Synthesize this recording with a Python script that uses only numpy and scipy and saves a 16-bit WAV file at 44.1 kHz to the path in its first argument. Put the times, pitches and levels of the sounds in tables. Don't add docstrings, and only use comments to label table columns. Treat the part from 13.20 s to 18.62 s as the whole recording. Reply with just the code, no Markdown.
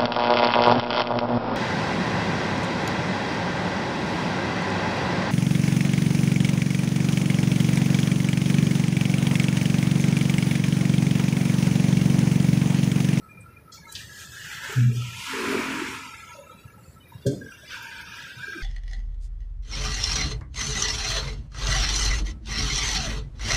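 import sys
import numpy as np
from scipy import signal
from scipy.fft import rfft, irfft, next_fast_len
from scipy.io import wavfile
from scipy.ndimage import uniform_filter1d

SR = 44100
rng = np.random.default_rng(int(sys.argv[2]) if len(sys.argv) > 2 else 0)


def inscribe(sig):
    pcm = np.round(np.clip(np.atleast_2d(sig).T, -1, 1) * 32767)
    wavfile.write(sys.argv[1], SR, pcm.astype(np.int16))


def gain_from_db(level_db):
    decades = np.asarray(level_db, float) / 20
    return 10 ** decades


N = 239154
T = np.arange(N) / SR
FFT = next_fast_len(N)
HZ = np.arange(FFT // 2 + 1) * SR / FFT

# (frequency [Hz], density [dB per Hz])
STREET_SPECTRUM = [(25, -32.5), (70, -3), (113, -2.5), (250, -7.5), (550, -10.5), (800, -19.5),
                   (1370, -15.5), (2000, -11.5), (3000, -20.5), (5000, -24.5), (8300, -27), (9500, -30),
                   (12000, -33.5), (15400, -37)]
STREET_DB = -39
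# (frequency [Hz], width [Hz], level [dB])
CABIN_MODES = [(918, 170, -56), (1321, 97, -50.5), (1678, 52, -54.5), (2190, 49, -63), (2400, 46, -57),
               (3835, 410, -61)]
# (time [s], level [dB])
IDLE_SHAKE = [(0, 0.5), (1.2, -0.5), (2.8, 3.5), (3.3, 3), (3.8, -0.5), (4.2, -12), (5.42, 2)]
# (time [s], level [dB])
FLOOR_KNOCKS = [
    (3.445, -32.5),
    (3.943, -30),
]
KNOCK_HZ, KNOCK_RISE_S, KNOCK_T60_S = 125, .014, .05

# (time [s], level [dB], t60 [s], low edge [Hz], high edge [Hz])
AIR_PUFFS = [
    (.205, -46, 0.11, 6700, 9200),
    (.517, -40, 0.71, 2500, 6760),
    (.535, -48.5, 0.22, 7000, 15300),
    (.749, -31, 0.15, 2400, 4970),
    (1.52, -41, .09, 1980, 14000),
    (3.19, -51, 0.061, 9900, 11300),
    (3.88, -49, 0.2, 8000, 15000),
    (4.11, -46.5, 0.38, 1190, 8750),
]
PUFF_RISE_S = 0.0048
# (time [s], level [dB], t60 [s], low edge [Hz],
# high edge [Hz])
CRACKS = [
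    (.719, -34.5, 0.03, 2240, 11100),
    (4.061, -32.5, 0.11, 1160, 8000),
    (4.62, -47, .047, 8900, 15200),
    (4.806, -43.5, 0.063, 1490, 15120),
    (5.223, -43, 0.4, 1460, 1670),
]
CRACK_RISE_S = 0.0072
# (time [s], level [dB], t60 [s], low edge [Hz], high edge [Hz])
TYRE_SINGING = [
    (1.7, -41, 1.8, 2210, 3180),
]
TYRE_SONG_RISE_S = 0.11
# (time [s], level [dB], t60 [s], low edge [Hz], high edge [Hz])
BODY_BUMPS = [
    (4.12, -39, 0.34, 200, 600),
    (5.25, -40, 0.63, 149, 398),
]
BUMP_RISE_S = 0.0068
# (time [s], level [dB], t60 [s], frequency [Hz])
NARROW_RINGS = [(.0, -49.5, 0.41, 917), (.06, -51.5, 4.6, 2400), (.29, -49.5, 0.78, 2102),
                (0.619, -49, 0.86, 917), (.86, -51, 1.4, 1642), (3.76, -53, 0.86, 3733),
                (.57, -41, 0.06, 2255), (.65, -41, 0.063, 2134), (.67, -47.5, 0.47, 3940),
                (1.49, -37.5, 0.47, 416), (1.69, -38.5, 0.34, 382), (2.13, -33.5, 1, 421),
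                (2.61, -32, 0.39, 373), (3.14, -44, 0.61, 583), (4.199, -44.5, 0.94, 1612),
                (4.42, -45, 0.27, 600), (3.8, -51, 0.3, 2980), (3.915, -45, .09, 958),
                (4.55, -47.5, 2.7, 926), (5.223, -36, 2.6, 1601), (5.34, -38, 0.48, 337)]
RING_WIDTH_HZ, RING_RISE_S = 57, 0.0094

# (frequency [Hz], level [dB], t60 [s])
DOOR_MODES = [(131, 1, 0.18), (189.4, -4, 0.29), (253, -18.5, 0.75), (289.5, -7, 0.4), (402, 2.5, 0.15),
              (494, -16.5, .3), (563, -8.5, 0.21), (618, -29, 0.32), (1314, -20.5, 0.049)]
DOOR_S, DOOR_DB, DOOR_RISE_S = 4.047, -18.5, 0.015

# (time [s], level [dB], hold [s], t60 [s])
EXHAUST_BLASTS = [
    (1.549, -17, .11, 0.21),
    (1.742, -25.5, 0.021, 0.42),
]
BOOM_HZ, BOOM_SAG_HZ_PER_S, BOOM_RISE_S = 124.5, 12, .035
UPPER_HZ, UPPER_SINKS_TO_HZ, UPPER_SINK_S, UPPER_DB = 268, 212, 0.109, -14.5
RUMBLE_DB = -19

# (frequency at rest [Hz], level [dB], start [s], end [s])
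GEAR_WHINES = [
    (10530, -59, 1.82, 2.45),
    (10620, -60, 2.85, 3.35),
    (14400, -60.5, 1.7, 2.72),
    (14350, -62, 2.9, 3.35),
    (15100, -63, 2.18, 2.75),
]
BIKE_PASSES_S, BIKE_SPEED_M_S, BIKE_KERB_M, WHINE_FLICKER_DB = 2.2, 8, 1.9, 3.5
# (time [s], muffler level [dB])
BIKE_THROTTLE = [
    (2.05, -47),
    (2.16, -38),
    (2.27, -32.5),
    (2.36, -26),
    (2.446, -37),
    (2.5, -32),
    (2.63, -35.5),
    (2.74, -45.5),
    (2.95, -51.5),
]
# (frequency [Hz], width [Hz], level [dB])
MUFFLER_MODES = [
    [(270, 72, 28), (200, 60, -20)],
    [(382, 67, 2), (600, 110, -43)],
]
FIRING_HZ, UPPER_MUFFLER_DB, UPPER_STRAY_DB = 44.4, -8.5, 6

# (frequency [Hz], density [dB per Hz])
FIRST_BIKE_SPECTRUM = [(500, 1), (790, -9.5), (1000, -9), (1200, -13), (1350, -5), (1640, -0.5),
                       (1900, -5.5), (2200, -9.5), (3350, -13), (4500, -18.5), (7500, -21), (9500, -28),
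                       (15400, -32)]
SECOND_BIKE_SPECTRUM = [(500, -18), (650, -11), (780, -19), (950, -4.5), (1170, -9), (1370, -5.5),
                        (1800, -6.5), (2390, -2), (4000, -11), (7000, -16.5), (9800, -22), (15400, -30.5)]
CAR_SPECTRUM = [(500, -16), (800, -25.5), (940, -12), (1170, -11.5), (1330, -5), (1570, 1.5), (1900, -8),
                (2300, 1.5), (3550, -3), (4200, -10), (5900, -15), (7500, -21.5), (15400, -30.5)]
# (time [s], level of the rush's body [dB])
NEARNESS = [
    [(.6, -56), (.8, -49.5), (1.0, -48.5), (1.2, -43), (1.37, -36.5), (1.53, -36), (1.62, -43), (1.75, -51),
     (1.95, -64)],
    [(1.6, -90), (1.8, -49), (2.05, -39.5), (2.14, -32), (2.45, -31.5), (2.6, -34), (2.8, -41), (3.3, -51),
     (3.75, -61.5)],
    [(3.8, -46), (4.12, -46.5), (4.25, -43.5), (4.5, -38), (4.65, -38.5), (4.85, -38.5), (5.15, -41.5),
     (5.3, -41), (5.42, -40)],
]
# (hiss [dB at body -40 dB], air [dB at body -40 dB], hiss share [dB/dB],
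# air share [dB/dB], lead [s])
BRIGHTNESS = [
    (-38.5, -42, 0.5, 0.24, 0.03),
    (-40.5, -43.5, 0.5, 0.43, 0.073),
    (-45.5, -44, 0.75, 0.67, 0.015),
]
BASS_DB, BASS_SHARE, BASS_LAG_S = -8.5, 3.8, 0.06

# (frequency [Hz], gain [dB])
SUPPRESSOR_FLOOR = [(60, -8), (300, -15), (1000, -17.5), (3000, -27.5), (5500, -21.5), (8300, -31.5),
                    (9800, -11.5), (15000, -10)]
TOP_HZ = 15540


def unit(x):
    return x / np.sqrt(np.mean(x ** 2) + 1e-30)


def shape(hz, points):
    f, db = np.transpose(points)
    return np.interp(np.log(np.maximum(hz, 1)), np.log(f), db)


def noise(gain):
    return unit(irfft(rfft(rng.standard_normal(FFT)) * gain, FFT)[:N])


def coloured(points):
    return noise(gain_from_db(shape(HZ, points)))


def band(x, lo_hz, hi_hz, order=2):
    sos = signal.butter(order, [lo_hz, min(hi_hz, .45 * SR)], "band", fs=SR, output="sos")
    return signal.sosfilt(sos, x)


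def ring(x, modes):
    return unit(sum(gain_from_db(db) * unit(band(x, hz - w / 2, hz + w / 2)) for hz, w, db in modes))


def walk(rate):
    place = T * np.clip(rate, .1, 300)
    k = place.astype(int)
    levels = rng.standard_normal(2000)
    return 1.15 * (levels[k] + (levels[k + 1] - levels[k]) * (place - k))


def tone(hz, drift_hz):
    phase = 2 * np.pi * np.cumsum(hz + drift_hz * walk(120)) / SR
    return gain_from_db(0.72 * walk(30.55)) * np.sqrt(2) * np.sin(phase)


def columns(table, fade_s=0.012):
    s, *cols = np.transpose(table)
    window = np.clip(np.minimum(T - s[0], s[-1] + fade_s - T) / fade_s, 0, 1)
    return window, [np.interp(T, s, c) for c in cols]


def burst(s, rise_s, t60_s, hold_s=0):
    age = np.maximum(T - s, 0)
    rise = np.sin(np.pi / 2 * np.minimum(age / rise_s, 1)) ** 2
    return rise * 1000 ** (-np.maximum(age - rise_s - hold_s, 0) / t60_s)


def street():
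    out = gain_from_db(STREET_DB) * coloured(STREET_SPECTRUM)
    for hz, w, db in CABIN_MODES:
        flicker_db = np.interp(T, *np.transpose(IDLE_SHAKE)) + .4 * walk(4) + 1.3 * walk(20)
        out = out + gain_from_db(db + flicker_db) * unit(band(rng.standard_normal(N), hz - w / 2, hz + w / 2))
    return out


def knocks():
    out = 0
    for s, db in FLOOR_KNOCKS:
        mode = np.sin(2 * np.pi * KNOCK_HZ * (T - s))
        out = out + gain_from_db(db) * burst(s, KNOCK_RISE_S, KNOCK_T60_S) * mode
    return out


def rushes(table, rise_s):
    out = np.zeros(N)
    for s, db, t60, lo, hi in table:
        start = int(s * SR)
        span = slice(start, min(start + SR // 2 + SR // 4, N))
        envelope = burst(s, rise_s, t60)[span]
        settled = band(rng.standard_normal(SR), lo, hi)[SR // 4:]
        rush = envelope * settled[:len(envelope)]
        out[span] += gain_from_db(db) * unit(rush) * np.sqrt(np.mean(envelope ** 2))
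    return out


def small_sounds():
    half = RING_WIDTH_HZ / 2
    rings = [(s, db, t60, hz - half, hz + half) for s, db, t60, hz in NARROW_RINGS]
    air = rushes(AIR_PUFFS, PUFF_RISE_S)
    cracks = rushes(CRACKS, CRACK_RISE_S)
    tyres = rushes(TYRE_SINGING, TYRE_SONG_RISE_S)
    return air + cracks + tyres + rushes(rings, RING_RISE_S) + rushes(BODY_BUMPS, BUMP_RISE_S)


def door():
    out = 0
    for hz, db, t60 in DOOR_MODES:
        late_s = DOOR_S + .013 * abs(np.log(hz / 340))
        shake = 1 + .5 * walk(45)
        phase = 2 * np.pi * (hz * (T - late_s) + 0.33 * walk(30))
        out = out + gain_from_db(db) * burst(late_s, DOOR_RISE_S, t60) * shake * np.sin(phase)
    blow = unit(band(rng.standard_normal(N), 76, 430, order=3))
    thud = gain_from_db(-10) * burst(DOOR_S, 0.02, 0.55) * blow
    return gain_from_db(DOOR_DB) * (out + thud)


def boom():
    age = np.maximum(T - EXHAUST_BLASTS[0][0], 0)
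    gains = [gain_from_db(db) * burst(s, BOOM_RISE_S, t60, hold) for s, db, hold, t60 in EXHAUST_BLASTS]
    low_hz = (BOOM_HZ - BOOM_SAG_HZ_PER_S * np.minimum(age, 1)) * (1 + 0.019 * walk(41.6))
    low = np.sqrt(2) * np.sin(2 * np.pi * np.cumsum(low_hz) / SR)
    rumble = unit(band(rng.standard_normal(N), 86, 185))
    upper_hz = UPPER_SINKS_TO_HZ + (UPPER_HZ - UPPER_SINKS_TO_HZ) * np.exp(-age / UPPER_SINK_S)
    upper = tone(upper_hz, drift_hz=11.8)
    return sum(gains) * (low + gain_from_db(RUMBLE_DB) * rumble) + gains[0] * gain_from_db(UPPER_DB) * upper


def whine(hz, db, from_s, to_s):
    along_m = BIKE_SPEED_M_S * (T - BIKE_PASSES_S)
    far_m = np.hypot(along_m, BIKE_KERB_M)
    doppler = 1 - BIKE_SPEED_M_S / 343 * along_m / far_m
    window = np.clip(np.minimum(T - from_s, to_s - T) / 0.074, 0, 1) * BIKE_KERB_M / far_m
    return window * gain_from_db(db + WHINE_FLICKER_DB * walk(16)) * tone(hz * doppler, drift_hz=35.2)


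def throb():
    window, (db,) = columns(BIKE_THROTTLE)
    cycle = np.cumsum(FIRING_HZ * (1 + 0.0091 * walk(30))) / SR
    strength = gain_from_db(0.52 * rng.standard_normal(N)[cycle.astype(int)])
    pulses = unit(np.diff(np.floor(cycle), prepend=0) * strength)
    gas = rng.standard_normal(N) * unit(np.exp(-(cycle % 1) / 1.9))
    low = ring(pulses + 0.54 * gas, MUFFLER_MODES[0])
    high = ring(pulses + 3.1 * gas, MUFFLER_MODES[1])
    high_gain = gain_from_db(UPPER_MUFFLER_DB + UPPER_STRAY_DB * walk(10))
    return window * gain_from_db(db) * (low + high_gain * high)


def passer(near, bright, spectrum):
    hiss_db, air_db, hiss_share, air_share, lead_s = bright
    window, (body_db,) = columns(near, fade_s=0.11)
    ahead_db = np.interp(T + lead_s, T, body_db) + 40
    peak_db = body_db.max()
    late_db = np.interp(T - BASS_LAG_S, T, body_db)
    bass_db = BASS_DB + peak_db + BASS_SHARE * (late_db - peak_db)
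    levels_db = bass_db, body_db, hiss_db + hiss_share * ahead_db, air_db + air_share * ahead_db
    over = [1 / (1 + (edge_hz / (HZ + 1)) ** 8) for edge_hz in (800, 1950, 4700)]
    shares = 1 - over[0], over[0] - over[1], over[1] - over[2], over[2]
    gain = gain_from_db(shape(HZ, spectrum))
    rush = sum(gain_from_db(db) * noise(gain * np.sqrt(share)) for db, share in zip(levels_db, shares))
    return window * rush * gain_from_db(0.79 * walk(25))


def scene():
    background = street() + knocks() + small_sounds() + door()
    engines = boom() + sum(whine(*w) for w in GEAR_WHINES) + throb()
    spectra = FIRST_BIKE_SPECTRUM, SECOND_BIKE_SPECTRUM, CAR_SPECTRUM
    traffic = sum(passer(*p) for p in zip(NEARNESS, BRIGHTNESS, spectra))
    return (background + engines + traffic)[None]


def suppress(x, size=1024):
    margin_db, attack, release, quiet_share, stray_db = 3.6, .45, .16, .12, 3.3
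    hz, _, z = signal.stft(x, SR, nperseg=size, noverlap=size - size // 4)
    power = uniform_filter1d(np.abs(z) ** 2, size=3, axis=0)
    quiet = np.quantile(uniform_filter1d(power, size=40, axis=1), quiet_share, axis=1)
    roar = np.exp(uniform_filter1d(np.log(quiet), size=11)) * gain_from_db(2 * margin_db)
    stray = uniform_filter1d(rng.standard_normal(power.shape), size=3, axis=0)
    stray = uniform_filter1d(stray, size=30, axis=1)
    stray = np.minimum(unit(stray), 0)
    depth_db = shape(hz, SUPPRESSOR_FLOOR)
    roar = roar[:, None] * gain_from_db(2 * stray_db * stray * (depth_db[:, None] / depth_db.min()) ** 2)
    heard, gain = np.ones(len(hz)), np.empty(power.shape)
    for k, snr in enumerate((power / roar).T):
        heard = heard + (snr - heard) * np.where(snr > 6 * heard, attack, release)
        gain[:, k] = np.maximum(1 - 1 / (heard + 1e-9) ** 1.3, gain_from_db(depth_db))
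    gain[hz > TOP_HZ] = 0
    return signal.istft(z * gain, SR, nperseg=size, noverlap=size - size // 4)[1][:N]


def roll_off(x):
    return signal.sosfilt(signal.butter(12, 16430, fs=SR, output="sos"), x)


def record(dry):
    mix = suppress(dry[0])[None]
    return roll_off(mix)


dry = scene()
out = record(dry)
inscribe(out)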